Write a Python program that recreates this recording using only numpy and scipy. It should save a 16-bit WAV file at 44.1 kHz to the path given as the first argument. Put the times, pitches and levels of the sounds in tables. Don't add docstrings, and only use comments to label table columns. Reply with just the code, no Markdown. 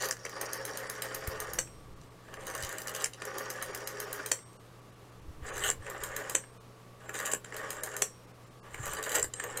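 import sys
import numpy as np
from scipy import signal
from scipy.fft import rfft, irfft, next_fast_len
from scipy.io import wavfile
from scipy.ndimage import uniform_filter1d, minimum_filter1d, map_coordinates

SR = 44100
rng = np.random.default_rng(int(sys.argv[2]) if len(sys.argv) > 2 else 0)


def boost_factor(decibels):
    exponent = np.asarray(decibels, float) / 20
    return 10 ** exponent


def to_wav(s):
    ch = np.atleast_2d(s).T
    pcm = np.round(np.clip(ch, -1, 1) * 32767)
    wavfile.write(sys.argv[1], SR, pcm.astype(np.int16))


N = 423360

# (time [s], finger effort [dB])
WINDING_TURNS = [
    [(0.0, -35), (0.026, -34.5), (0.048, -30.5), (0.104, -43)],
    [(2.2, -67), (2.26, -53), (2.35, -48), (2.454, -42), (2.584, -40.5), (2.676, -40), (2.844, -44),
     (2.924, -41), (3.038, -36.5)],
    [(5.38, -79), (5.43, -48), (5.478, -40), (5.496, -40), (5.53, -41.5), (5.63, -36.5), (5.642, -28.5),
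     (5.696, -31)],
    [(7.0, -50.5), (7.085, -46), (7.126, -48), (7.142, -36), (7.33, -37)],
    [(8.62, -54.5), (8.752, -46.5), (8.782, -45.5), (8.864, -37), (9.02, -43), (9.142, -33), (9.15, -25.5),
     (9.185, -31.5), (9.222, -51)],
]
# (let go [s], full speed [s], level [dB])
RETURN_RUNS = [
    (0.185, 0.37, 3.5),
    (3.167, 3.243, 2),
    (5.797, 5.87, 2.5),
    (7.46, 7.546, 2),
    (9.328, 9.433, 4.5),
]
# (time [s], peak [dB], sparkle [dB])
CAM_FLICKS = [(0.4118, -27.5, -1), (0.5312, -27, 0), (0.651, -30, 0.5), (0.772, -29, -1.5),
              (0.897, -29, 0.5), (1.0201, -25, -3.5), (1.1455, -28.5, 0), (1.273, -32, 3),
              (1.401, -29, -0.5), (1.533, -30.5, 1.5), (3.382, -29.5, -0.5), (3.501, -28.5, -2),
              (3.624, -29, -1), (3.7471, -28, -3), (3.8732, -28, -2), (4.0002, -29.5, 1), (4.128, -28.5, 1),
              (4.26, -27.5, -3), (5.898, -33, -5.5), (6.0352, -26.5, -6), (6.163, -25.5, -6),
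              (6.2956, -26, -7), (7.565, -34, -3), (7.704, -26, -8), (7.834, -24.5, -6.5),
              (7.9651, -25.5, -7), (9.438, -29.5, -9.5), (9.5716, -25, -8.5)]
# (delay [s], level under the flick [dB])
SMALL_TEETH = [
    (0.054, -14.5),
    (.08, -16.5),
    (.103, -14),
]
# (time [s], peak [dB], case knock [dB], sparkle [dB], rebound [dB])
STOP_HITS = [
    (0.108, -18.5, -12.5, -19, -27.5),
    (3.041, -15, -18, -24, -22.5),
    (5.6988, -16, -19, -29, -25),
    (7.3333, -17.5, -11.5, -28, -24.5),
    (9.226, -17.5, -19, -39, -23.5),
]
REBOUND_DELAYS = [.015, .0155, .0135, .0128, .0163]
REBOUND_PARTS = -11, -12.5
# (time [s], peak [dB], case knock [dB], sparkle [dB], ring length [times])
LANDINGS = [
    (1.5866, -17, -9.5, -19, 1.3),
    (4.315, -12, -12, -22, 1.4),
    (6.349, -12.5, -12, -27, 1),
    (8.0193, -13.5, -11, -23, 1.18),
]
# (time [s], delay [s], drop [dB], seat [dB], sparkle [dB])
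PAWL_DROPS = [
    (2.624, 0.0096, -26.5, -29, -7),
    (2.8709, 0.0092, -24.5, -27, -8),
    (2.9482, 0.013, -24.5, -27, -6.5),
    (7.188, 0.012, -28, -26, -8),
    (7.252, .0125, -27, -22, -14),
    (9.026, .011, -24.5, -23.5, -11),
    (9.117, 0.0099, -23, -27, -10),
]
# (time [s], peak [dB], sparkle [dB])
PAWL_TICKS = [(0.0231, -33, -1), (0.0558, -30.5, 2), (2.4345, -44, -9), (2.538, -39, -12), (2.562, -38, -3),
              (3.01, -48, -14), (5.5665, -35, -10), (5.5922, -27, -20), (7.151, -28.5, -17),
              (7.2286, -42, -20), (9.107, -33, -14), (9.155, -23, -15), (9.1645, -29, -17), (0.086, -28, 1),
              (2.467, -30, -3), (2.4986, -34, -4), (2.549, -28, -5), (2.577, -31, -11), (2.6468, -26, -8),
              (2.6909, -28, -6), (2.726, -30.5, -6), (2.782, -23, -9), (2.817, -30.5, -4),
              (3.0202, -27.5, -6), (2.4836, -46, -10), (2.603, -33, -13), (2.8017, -37, -1),
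              (2.8925, -31, -3), (2.9375, -37, 7), (5.462, -46, -17), (5.487, -33, -22), (5.553, -40, -8),
              (5.6338, -36, -14), (5.6433, -33, -13), (5.691, -39, -10), (7.2977, -48, -12),
              (7.2103, -36, -14), (7.2566, -21, -10), (7.4573, -45, -25), (8.9484, -31, -20),
              (8.865, -30, -13), (8.7886, -50, -12), (8.8758, -33, -10), (9.13, -39, -16), (9.15, -17, -12),
              (9.217, -37, -18), (5.5785, -27, -9), (5.6042, -31, -20), (7.1416, -31, -22),
              (7.2737, -27, -18), (7.3147, -21, -15), (7.3218, -26, -7), (8.8308, -36, -13),
              (8.8544, -28, -6), (8.9333, -25.5, -5.5), (8.968, -25, -31), (9.092, -25.5, -9),
              (9.174, -35, -19), (9.195, -19, -17)]
# (time [s], peak [dB], case knock [dB], sparkle [dB])
FINGER_TAPS = [(0.1668, -40, -6, -31), (0.2501, -27, -7, -15), (0.2621, -40.5, 5.5, -10),
               (0.294, -33, -10.5, -8), (1.6722, -45.5, -6, -12), (8.435, -58, -30, -30),
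               (8.45, -50, -30, -30), (8.475, -54, -30, -30), (2.013, -46, -25, -30),
               (2.034, -49, -23, -18), (3.143, -41, -7.5, -22), (3.2085, -48, -20, -30),
               (9.048, -32, -9, -16), (9.064, -35, -12, -6), (8.8136, -47, -3, -16), (2.12, -59, 0.5, -30),
               (2.19, -59, 0.5, -30), (2.339, -36, -4.5, -9), (3.133, -33, -22, -33),
               (3.2187, -31, -3, -23), (3.251, -27.5, -15, -5.5), (3.3426, -42, -27, -21),
               (4.3885, -42.5, -8, -32), (6.4368, -48, 1.5, -27), (5.846, -47, -9, -25),
               (5.865, -37.5, -1.5, -25), (7.4938, -58, -15, -25), (7.542, -33, -9, -19),
               (7.613, -42, 0, -25), (7.6669, -60, -12, -25), (7.0924, -30.5, -4, -13),
               (7.444, -31.5, -10.5, -34), (7.523, -42, 5, -26), (8.7429, -34.5, -0.5, -11),
               (9.3363, -21.5, -26, -38), (9.398, -25, -5.5, -25)]
# (time [s], level [dB])
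NAIL_PLUCKS = [
    (2.035, -68),
    (5.815, -54),
    (8.465, -71),
    (9.3362, -45),
]
TICK_TAIL = -12, .075
# (level at a middling effort [dB], growth with effort [dB per dB])
WINDING_LAYERS = [(-43, 1.044), (-46.5, 1.55), (-57.5, 1.7)]
# (level at full speed [dB], growth with speed [dB per dB])
RETURN_LAYERS = [(-45.5, 0.69), (-53, 0.51), (-91, .5)]
# (frequency [Hz], width [Hz], level [dB])
CASE = [(358, 198, -12), (429.3, 27.6, 2), (468, 45, -4.5), (539, 40, 0.5), (637, 30, -5.5),
        (787.5, 49, -9.5), (917, 51, -5), (975, 270, -10), (1097, 42, -3.5), (1161, 51, -6), (1278, 84, -7),
        (1431, 47, -7.5), (1496, 37, -4.5), (1583, 60, -8.5), (1670, 91, -5.5), (1845, 124, -5.5),
        (2206, 220, -15), (2367, 157, -14), (2687, 610, -15), (2957, 710, -15.5)]
# (frequency [Hz], width [Hz], level [dB])
CASE_KNOCK = [(480, 127, 0), (1090, 233, -3.5), (1746, 274, 4), (3213, 320, -7.5)]
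# (frequency [Hz], width [Hz], level [dB])
WHEEL = [(2910, 104, 1.5), (3950, 210, -4), (4800, 180, 1.5), (5960, 320, 2), (7410, 270, 13),
         (9400, 170, -1), (10600, 230, -14.5)]
# (frequency [Hz], width [Hz], level [dB])
GOVERNOR = [(3660, 310, -4), (4700, 520, 6), (5710, 480, 9), (6660, 350, 11.5), (7520, 550, 10.5),
            (8540, 460, -2), (9540, 230, 4), (10460, 390, -11)]
# (frequency [Hz], width [Hz], level [dB])
THIN_PARTS = [(9870, 550, -4), (10950, 120, 2.5), (11600, 1100, -6.5), (12800, 250, 1), (13500, 320, 3.5),
              (15050, 700, -20)]
# (frequency [Hz], width [Hz], level [dB])
CONTACT_SPRINGS = [(3110, 205, -11), (4070, 270, -7.5), (4980, 260, -4), (6630, 450, 0), (7600, 240, 4.5),
                   (8900, 510, -4.5)]
# (frequency [Hz], width [Hz], level [dB])
FINGER_STOP = [(3200, 100, -17), (5760, 1400, -14), (7570, 124, 10.5), (9280, 48, -37), (8780, 310, -3),
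               (9640, 70, -10.5), (6820, 230, -22)]
# (frequency [Hz], width [Hz], level [dB])
HOME_PIN = [(2950, 120, -19.5), (3020, 180, -24), (4440, 100, -25), (6050, 230, -12.5), (7170, 290, -9.5),
            (7900, 190, -2.5), (8030, 126, -8), (8550, 120, -16), (9440, 100, -23)]
RING_HZ = [530, 5609, 5749, 8452, 8586]
# (level [dB], time to fall 60 dB [s])
RING_DECAY = [(-34, .09), (-53, .45), (-60, .36), (-46.5, .45), (-50, .3)]
# (frequency [Hz], level [dB], time to fall 60 dB [s])
LANDING_BUZZ = [(5940, -52, .14), (6100, -44, .12), (6360, -54, .16), (6900, -56, .1), (7540, -42, .15),
                (7632, -37, .16), (7720, -39, .14), (9150, -52, .14), (9550, -47, .14)]
# (time [s], level near 5 kHz [dB])
HAND_SHADE = [(0, 8.5), (.3, 3.5), (1, 0), (2.7, 1.5), (3.8, 1), (5.6, -2.5), (6.1, -6.5), (7.2, -3),
              (7.8, -5.5), (9, -3), (9.5, -8.5)]
# (time [s], peak [dB], frequency [Hz], swell [s])
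KNUCKLES = [
    (1.279, -26.5, 75, 0.0046),
    (2.633, -36, 76.6, 0.0065),
    (5.275, -38.5, 70.6, 0.014),
    (5.4155, -40, 60, .014),
    (5.448, -47, 62, 0.011),
    (5.674, -42, 75, 0.0081),
    (5.791, -37, 92, 0.0076),
    (6.0, -47, 55, 0.017),
    (8.797, -33, 114, 0.0073),
    (8.921, -45, 70, 0.0066),
]
# (time [s], level [dB], hold [s])
TABLE_BUMPS = [(1.2, -55, 0.028), (1.33, -53, .04), (1.564, -46.5, 0.028), (1.747, -53, 0.27),
               (1.42, -55, 0.11), (2.204, -60, 0.089), (2.35, -55, .12), (2.638, -53, 0.0076),
               (3.645, -61, 0.067), (5.283, -45.5, 0.015), (5.41, -48, 0.044), (5.53, -51.5, 0.31),
               (6.007, -56, 0.16), (7.617, -59, .04), (7.806, -60, 0.013), (8.804, -48.5, 0.14),
               (9.232, -49.5, 0.025), (9.443, -61, .15)]
# (frequency [Hz], level [dB per Hz])
TABLE_COLOUR = [(15, -2.5), (30, -15.5), (60, -5.5), (95, -13), (150, -13), (240, -30), (330, -14),
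                (420, -59)]
# (frequency [Hz], time to fall 60 dB [s])
WALL_DECAY = [(300, 0.18), (2000, 0.14), (8000, 0.11), (15000, 0.19)]
# (frequency [Hz], level [dB per Hz])
AIR_COLOUR = [(120, -6), (205, -6.5), (396, -5), (426, -2.5), (712, -10.5), (937, -11.5), (1170, -8.5),
              (1430, -15), (2380, -19.5), (2920, -20.5), (11900, -30), (16300, -36.5)]
# (frequency [Hz], level [dB rms])
HUM_TONES = [(60, -89), (120, -56), (180, -65.5), (1141, -69), (12000, -100)]
# (time [s], edge above which only strong tones survive [Hz])
THINNED = [(.48, 3000), (.59, 2600), (.885, 2500), (1.46, 3000), (1.95, 3000), (2.1, 3000), (2.38, 3000),
           (2.929, 8000), (2.942, 8000), (5.518, 3600), (3.725, 2500), (3.853, 2200), (4.06, 3500),
           (4.445, 2500), (4.585, 1600), (4.81, 3000), (4.915, 2800), (4.955, 4000), (5.11, 3000),
           (5.21, 3000), (5.512, 2500), (6.515, 2600), (6.59, 1500), (7.074, 2800), (7.82, 2500),
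           (8.263, 2800), (8.33, 3000), (8.455, 2800), (8.5, 2600), (8.615, 1500), (8.97, 3500),
           (9.35, 2500), (9.48, 9500)]

FIRM_DB = -40
GRIP_DB = -32.5
START_DB, TIRING_DB, TIRING_S = -21, -6.5, 0.079
LAST_HOME_S = 10
PAWL_KNOCK_DB, KNOCK_GROWS = -14, 0.32
DROP_KNOCK_DB, SEAT_KNOCK_DB, SEAT_DULLER_DB = -13, -14.5, -1
TOOTH_SCATTER_S, TOOTH_SCATTER_DB = .005, 3.5
CHATTER_DB, CHATTER_S = 3.5, .002
COLOUR_DB = 2.4
CRACK_DB = -8
UPPER_DB, UPPER_FOLLOWS = -7, -0.72
TOP_DB, TOP_FOLLOWS = -4.5, -0.71
TABLE_DB, LEAN_DB_PER_S, EASE_DB_PER_S = -76, 126, 152
SHIFT_S = .4
ROOM_DB = -56
LEFTOVER_DB, MILD_HZ = -15, 2550


def gears():
    out = turning([np.subtract(turn, (0, FIRM_DB)) for turn in WINDING_TURNS], WINDING_LAYERS)
    back = turning(return_drives(), RETURN_LAYERS)
    rumble, rattle, fizz = out + back
    meshing = boost_factor(2 * wobble(55)) * grit(300, 3, smooth=1.8)
    case = body(rumble * meshing, CASE)
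    deep = filtered(case, lambda f: 1 / (1 + (f / 720) ** 8))
    case = case - deep * out[0] / (out[0] + boost_factor(GRIP_DB))
    shake = boost_factor(2.2 * wobble(60)) * grit(400, 3.4, smooth=.55)
    scrape = boost_factor(2 * wobble(40)) * grit(300, 3.2, smooth=.55)
    wheel = patchy(body(out[1] * scrape, WHEEL, widen=4.5, order=2), 4.4)
    governor = patchy(body(back[1] * shake, GOVERNOR, widen=1.03, order=2), 2.5)
    thin = body(fizz * shake, THIN_PARTS, widen=1.8)
    return boost_factor(-0.5) * patchy(case, 1.47) + boost_factor(-2.5) * (wheel + governor) + boost_factor(-4.5) * thin


def return_drives():
    home_times = [row[0] for row in LANDINGS] + [LAST_HOME_S]
    return [[(go, db + START_DB), (full, db), (home - TIRING_S, db), (home, db + TIRING_DB)]
            for (go, full, db), home in zip(RETURN_RUNS, home_times)]


def turning(turns, layers):
    t = np.arange(0, N / SR + .01, .001)
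    gain = 0
    for turn in turns:
        drive = np.interp(t, *np.transpose(turn), left=-300, right=-300)
        gain = gain + np.array([boost_factor(db + grows * drive) for db, grows in layers])
    gain = uniform_filter1d(gain, size=9, axis=1)
    return np.array([np.interp(np.arange(N) / SR, t, g) for g in gain])


def contact_flicks():
    events = [(s, db, -14, sparkle) for s, db, sparkle in CAM_FLICKS]
    shape = burst_shape(.9, -14.0, 0.21, [(.0018, -11), (.026, -19), (.037, -24)])
    return clicks(events, CONTACT_SPRINGS, 1.85, shape, level_db=-6.5, knock_db=5.8, sparkle_db=0.43,
                  low_hz=2300, thin_t60=0.44)


def stop_hits():
    shape = burst_shape(.4, -22, 0.026, [(.0008, -0.5), (.0022, 13)])
    return clicks(STOP_HITS, FINGER_STOP, 4.5, shape, level_db=-3.0, knock_db=0.94, sparkle_db=.6,
                  low_hz=4930, thin_t60=.6)


def home_hits():
    shape = burst_shape(.4, -22.5, 0.21, [(.0012, 3.5), (.0025, 6.5)])
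    return clicks(LANDINGS, HOME_PIN, 2.63, shape, level_db=-4.5, knock_db=0.44, sparkle_db=2.7,
                  low_hz=3070, thin_t60=.6)


def landing_ring():
    out, t = np.zeros(N + SR), np.arange(SR // 2) / SR
    lasting = [(hz, *decay) for hz, decay in zip(RING_HZ, RING_DECAY)]
    for s, *_, lasts in LANDINGS:
        for tones, waver in (lasting, .003), (LANDING_BUZZ, .07):
            for hz, level, t60 in tones:
                drift = np.cumsum(rng.standard_normal(len(t))) * waver * hz / 7000
                fading = boost_factor(level + rng.normal(0, 1) - 60 * t / t60 / lasts)
                add_at(out, s, fading * np.sin(2 * np.pi * hz * t + drift))
    hz, _, t60 = lasting[3]
    for s, db in NAIL_PLUCKS:
        swell = 1 - np.exp(-t / 0.015)
        add_at(out, s, boost_factor(db - 60 * t / t60) * swell * np.sin(2 * np.pi * hz * t))
    return out[:N]


def small_contacts():
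    shape = burst_shape(.85, *TICK_TAIL, [(.0015, -4)])
    return clicks(small_contact_events(), WHEEL, 3.8, shape, level_db=-9.0, knock_db=6.4, sparkle_db=0.6,
                  low_hz=2800, thin_t60=0.44)


def small_contact_events():
    pawl = [(s, db, PAWL_KNOCK_DB + (KNOCK_GROWS - 1) * (db + 32.0), top) for s, db, top in PAWL_TICKS]
    drops = [(s, db, DROP_KNOCK_DB, top) for s, _, db, _, top in PAWL_DROPS]
    seats = [(s + late, db, SEAT_KNOCK_DB, top + SEAT_DULLER_DB) for s, late, _, db, top in PAWL_DROPS]
    rebounds = [(s + late, db, *REBOUND_PARTS) for (s, *_, db), late in zip(STOP_HITS, REBOUND_DELAYS)]
    rests = [row[0] for row in LANDINGS] + [N / SR]
    teeth = []
    for s, db, _ in CAM_FLICKS:
        for late, under in SMALL_TEETH:
            if any(s < rest < s + late + .02 for rest in rests):
                continue
            time = s + late + TOOTH_SCATTER_S * rng.normal()
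            teeth.append((time, db + under + TOOTH_SCATTER_DB * rng.normal(), -14, -23))
    return pawl + drops + seats + rebounds + FINGER_TAPS + teeth


def clicks(events, metal, widen, shape, level_db, knock_db, sparkle_db, low_hz, thin_t60):
    out, tap = np.zeros(N + SR), np.arange(SR // 20) == 0
    parts = [(metal, widen, 2, [low_hz, 10500]),
             (CASE_KNOCK, 1.2, 1, [200, 3600]),
             (THIN_PARTS, 1.3, 1, [9800, 18000])]
    rings = []
    for peaks, wider, order, band in parts:
        ring = body(tap, peaks, wider, order) + boost_factor(CRACK_DB) * tap
        rings.append(signal.sosfilt(signal.butter(3, band, "bandpass", fs=SR, output="sos"), ring))
    rings = np.array(rings)
    t = np.arange(len(shape)) / SR
    shapes = shape * boost_factor(-60 * np.outer([0, 0, 1], t) / thin_t60)
    for s, db, knock, sparkle, *_ in events:
        lump_levels = rng.standard_normal(70) * (np.arange(70) > 1)
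        lumps = np.interp(t / CHATTER_S, np.arange(70), lump_levels)
        burst = shapes * boost_factor(CHATTER_DB * lumps) * rng.standard_normal((3, len(shape)))
        sound = signal.fftconvolve(burst, rings, axes=1)
        length = sound.shape[1]
        hz = np.fft.rfftfreq(length, 1 / SR)
        colour = np.interp(hz, np.arange(0, SR, 900), rng.standard_normal(49))
        sound = irfft(rfft(sound) * boost_factor(COLOUR_DB * colour), length)
        sound /= np.sqrt(np.mean(sound[:, :SR // 200] ** 2, axis=1))[:, None]
        levels = level_db + db + np.array([0, knock + knock_db, sparkle + sparkle_db])
        add_at(out, s, boost_factor(levels) @ sound)
    return out[:N]


def burst_shape(crack_ms, tail_db, tail_t60, bounces):
    t = np.arange(SR // 6) / SR

    def crack(u):
        return np.e * np.clip(u, 0, 1) * 1000 / crack_ms * np.exp(-abs(u) * 1000 / crack_ms)

    rebounds = sum(boost_factor(db) * crack(t - s) for s, db in bounces)
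    return crack(t) + boost_factor(tail_db - 60 * t / tail_t60) + rebounds


def shaded(x):
    db = np.interp(np.arange(N) / SR, *np.transpose(HAND_SHADE))

    def group(hz, spread):
        return filtered(x, lambda f: np.exp(-(np.log(f / hz + 1e-9) / spread) ** 4))

    narrow = (boost_factor(-0.5) - 1) * group(5520, 0.02)
    middle = (boost_factor(db) - 1) * group(5200, 0.26)
    upper = (boost_factor(UPPER_DB + UPPER_FOLLOWS * db) - 1) * group(7320, 0.12)
    top = (boost_factor(TOP_DB + TOP_FOLLOWS * db) - 1) * group(13400, 0.056)
    return x + narrow + middle + upper + top


def knuckle_thumps():
    out, t = np.zeros(N + SR), np.arange(SR // 4) / SR
    for s, db, hz, swell in KNUCKLES:
        push = (t / swell) ** 2 * np.exp(2 - 2 * t / swell)
        add_at(out, s, -boost_factor(db) * push * np.sin(2 * np.pi * hz * t))
    return out[:N]


def walls(x):
    out, step = np.zeros(N + SR), round(SHIFT_S * SR)
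    for start in range(-step, N, step):
        hz, t, z = signal.stft(rng.standard_normal(SR // 3), SR, nperseg=256)
        decay = boost_factor(-60 * t / along(WALL_DECAY, hz)[:, None])
        tail = signal.istft(z * decay, SR, nperseg=256)[1]
        fade = np.sin(np.pi * np.arange(2 * step) / (2 * step))[max(-start, 0):]
        piece = x[max(start, 0):start + 2 * step]
        wet = signal.fftconvolve(piece * fade[:len(piece)], tail / np.linalg.norm(tail))
        out[max(start, 0) + 200:][:len(wet)] += wet
    return out[:N]


def room_tone():
    t = np.arange(N) / SR
    air = boost_factor(ROOM_DB + 0.39 * wobble(26)) * tinted(rng.standard_normal(N), AIR_COLOUR)
    hum = np.zeros(N)
    for hz, db in HUM_TONES:
        hum += boost_factor(db + 1.2 + 1.5 * wobble(25)) * np.sin(2 * np.pi * hz * t + 0.35 * wobble(22))
    table = boost_factor(table_db(t) + 1.5 * wobble(8.4)) * tinted(rng.standard_normal(N), TABLE_COLOUR)
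    return air + hum + table


def table_db(t):
    s, db, hold = np.transpose(TABLE_BUMPS)[:, :, None]
    u = t[::256]
    leaning = LEAN_DB_PER_S * np.clip(s - u, 0, 1)
    easing = EASE_DB_PER_S * np.clip(u - s - hold, 0, 1)
    power = boost_factor(TABLE_DB) ** 2 + (boost_factor(db - leaning - easing) ** 2).sum(axis=0)
    return np.interp(t, u, 10 * np.log10(power))


def grit(rate, spread_db, smooth):
    strength = boost_factor(spread_db * np.minimum(rng.exponential(size=N), 3.5))
    hits = (rng.random(N) < rate / SR) * strength
    puff = boost_factor(-60 * np.arange(400) / SR / 0.012)
    return unit((smooth + unit(signal.fftconvolve(hits, puff)[:N])) * rng.standard_normal(N))


def patchy(x, depth_db):
    z = signal.stft(x, nperseg=256)[2]
    field = uniform_filter1d(rng.standard_normal(z.shape), size=4, axis=0)
    field = uniform_filter1d(field, size=25, axis=1)
    return signal.istft(z * boost_factor(depth_db * unit(field)), nperseg=256)[1][:N]


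def body(x, peaks, widen=1, order=1):
    def gain(f):
        total = 0
        for k, (center, width, db) in enumerate(peaks):
            damping = 1j * f * width * widen
            total = total + (-1) ** k * boost_factor(db / order) * damping / (center ** 2 - f ** 2 + damping)
        return total ** order

    return filtered(x, gain) / np.sqrt(np.mean(abs(gain(np.linspace(0, SR / 2, num=4000))) ** 2))


def tinted(x, points):
    def gain(f):
        return boost_factor(along(points, f))

    return filtered(x, gain) / np.sqrt(np.mean(gain(np.linspace(0, SR / 2, num=4000)) ** 2))


def filtered(x, response):
    m = next_fast_len(len(x) + SR // 2)
    return irfft(rfft(x, m) * response(np.fft.rfftfreq(m, 1 / SR)), m)[:len(x)]


def along(points, hz):
    f, v = np.transpose(points)
    return np.interp(np.log(hz + 1), np.log(f + 1), v)


def wobble(rate):
    knots = rng.standard_normal(int(N * rate / SR) + 4)
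    return map_coordinates(knots, [np.arange(N) * rate / SR])


def unit(x):
    return x / np.sqrt(np.mean(x ** 2) + 1e-20)


def add_at(out, s, sound):
    start = round(s * SR)
    out[start:start + len(sound)] += sound


def scene():
    contacts = contact_flicks() + small_contacts() + stop_hits() + home_hits()
    dial = shaded(contacts + gears()) + landing_ring()
    return (dial + boost_factor(-6.0) * walls(dial) + knuckle_thumps() + room_tone())[None]


def roll_off(x):
    return signal.sosfilt(signal.butter(12, 16820, fs=SR, output="sos"), x)


def record(dry):
    limited = filtered(dry[0], lambda f: 1 / (1 + (f / 15850) ** 80))
    hz, t, z = signal.stft(limited, SR, nperseg=1024, noverlap=768)
    for s, edge_hz in THINNED:
        near = abs(t - s) < max(19 / edge_hz, .006)
        level = np.mean(abs(z[:, near]), axis=1)
        peaks = level >= -minimum_filter1d(-level, size=17)
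        strong = uniform_filter1d(peaks * 1., size=3) > 0
        kept = (hz < edge_hz) | strong & (hz < 10500)
        leftover = boost_factor(LEFTOVER_DB) * (edge_hz > MILD_HZ)
        z[:, near] *= np.maximum(kept, leftover)[:, None]
    mix = signal.istft(z, SR, nperseg=1024, noverlap=768)[1][None, :N]
    return roll_off(mix)


dry = scene()
out = record(dry)
to_wav(out)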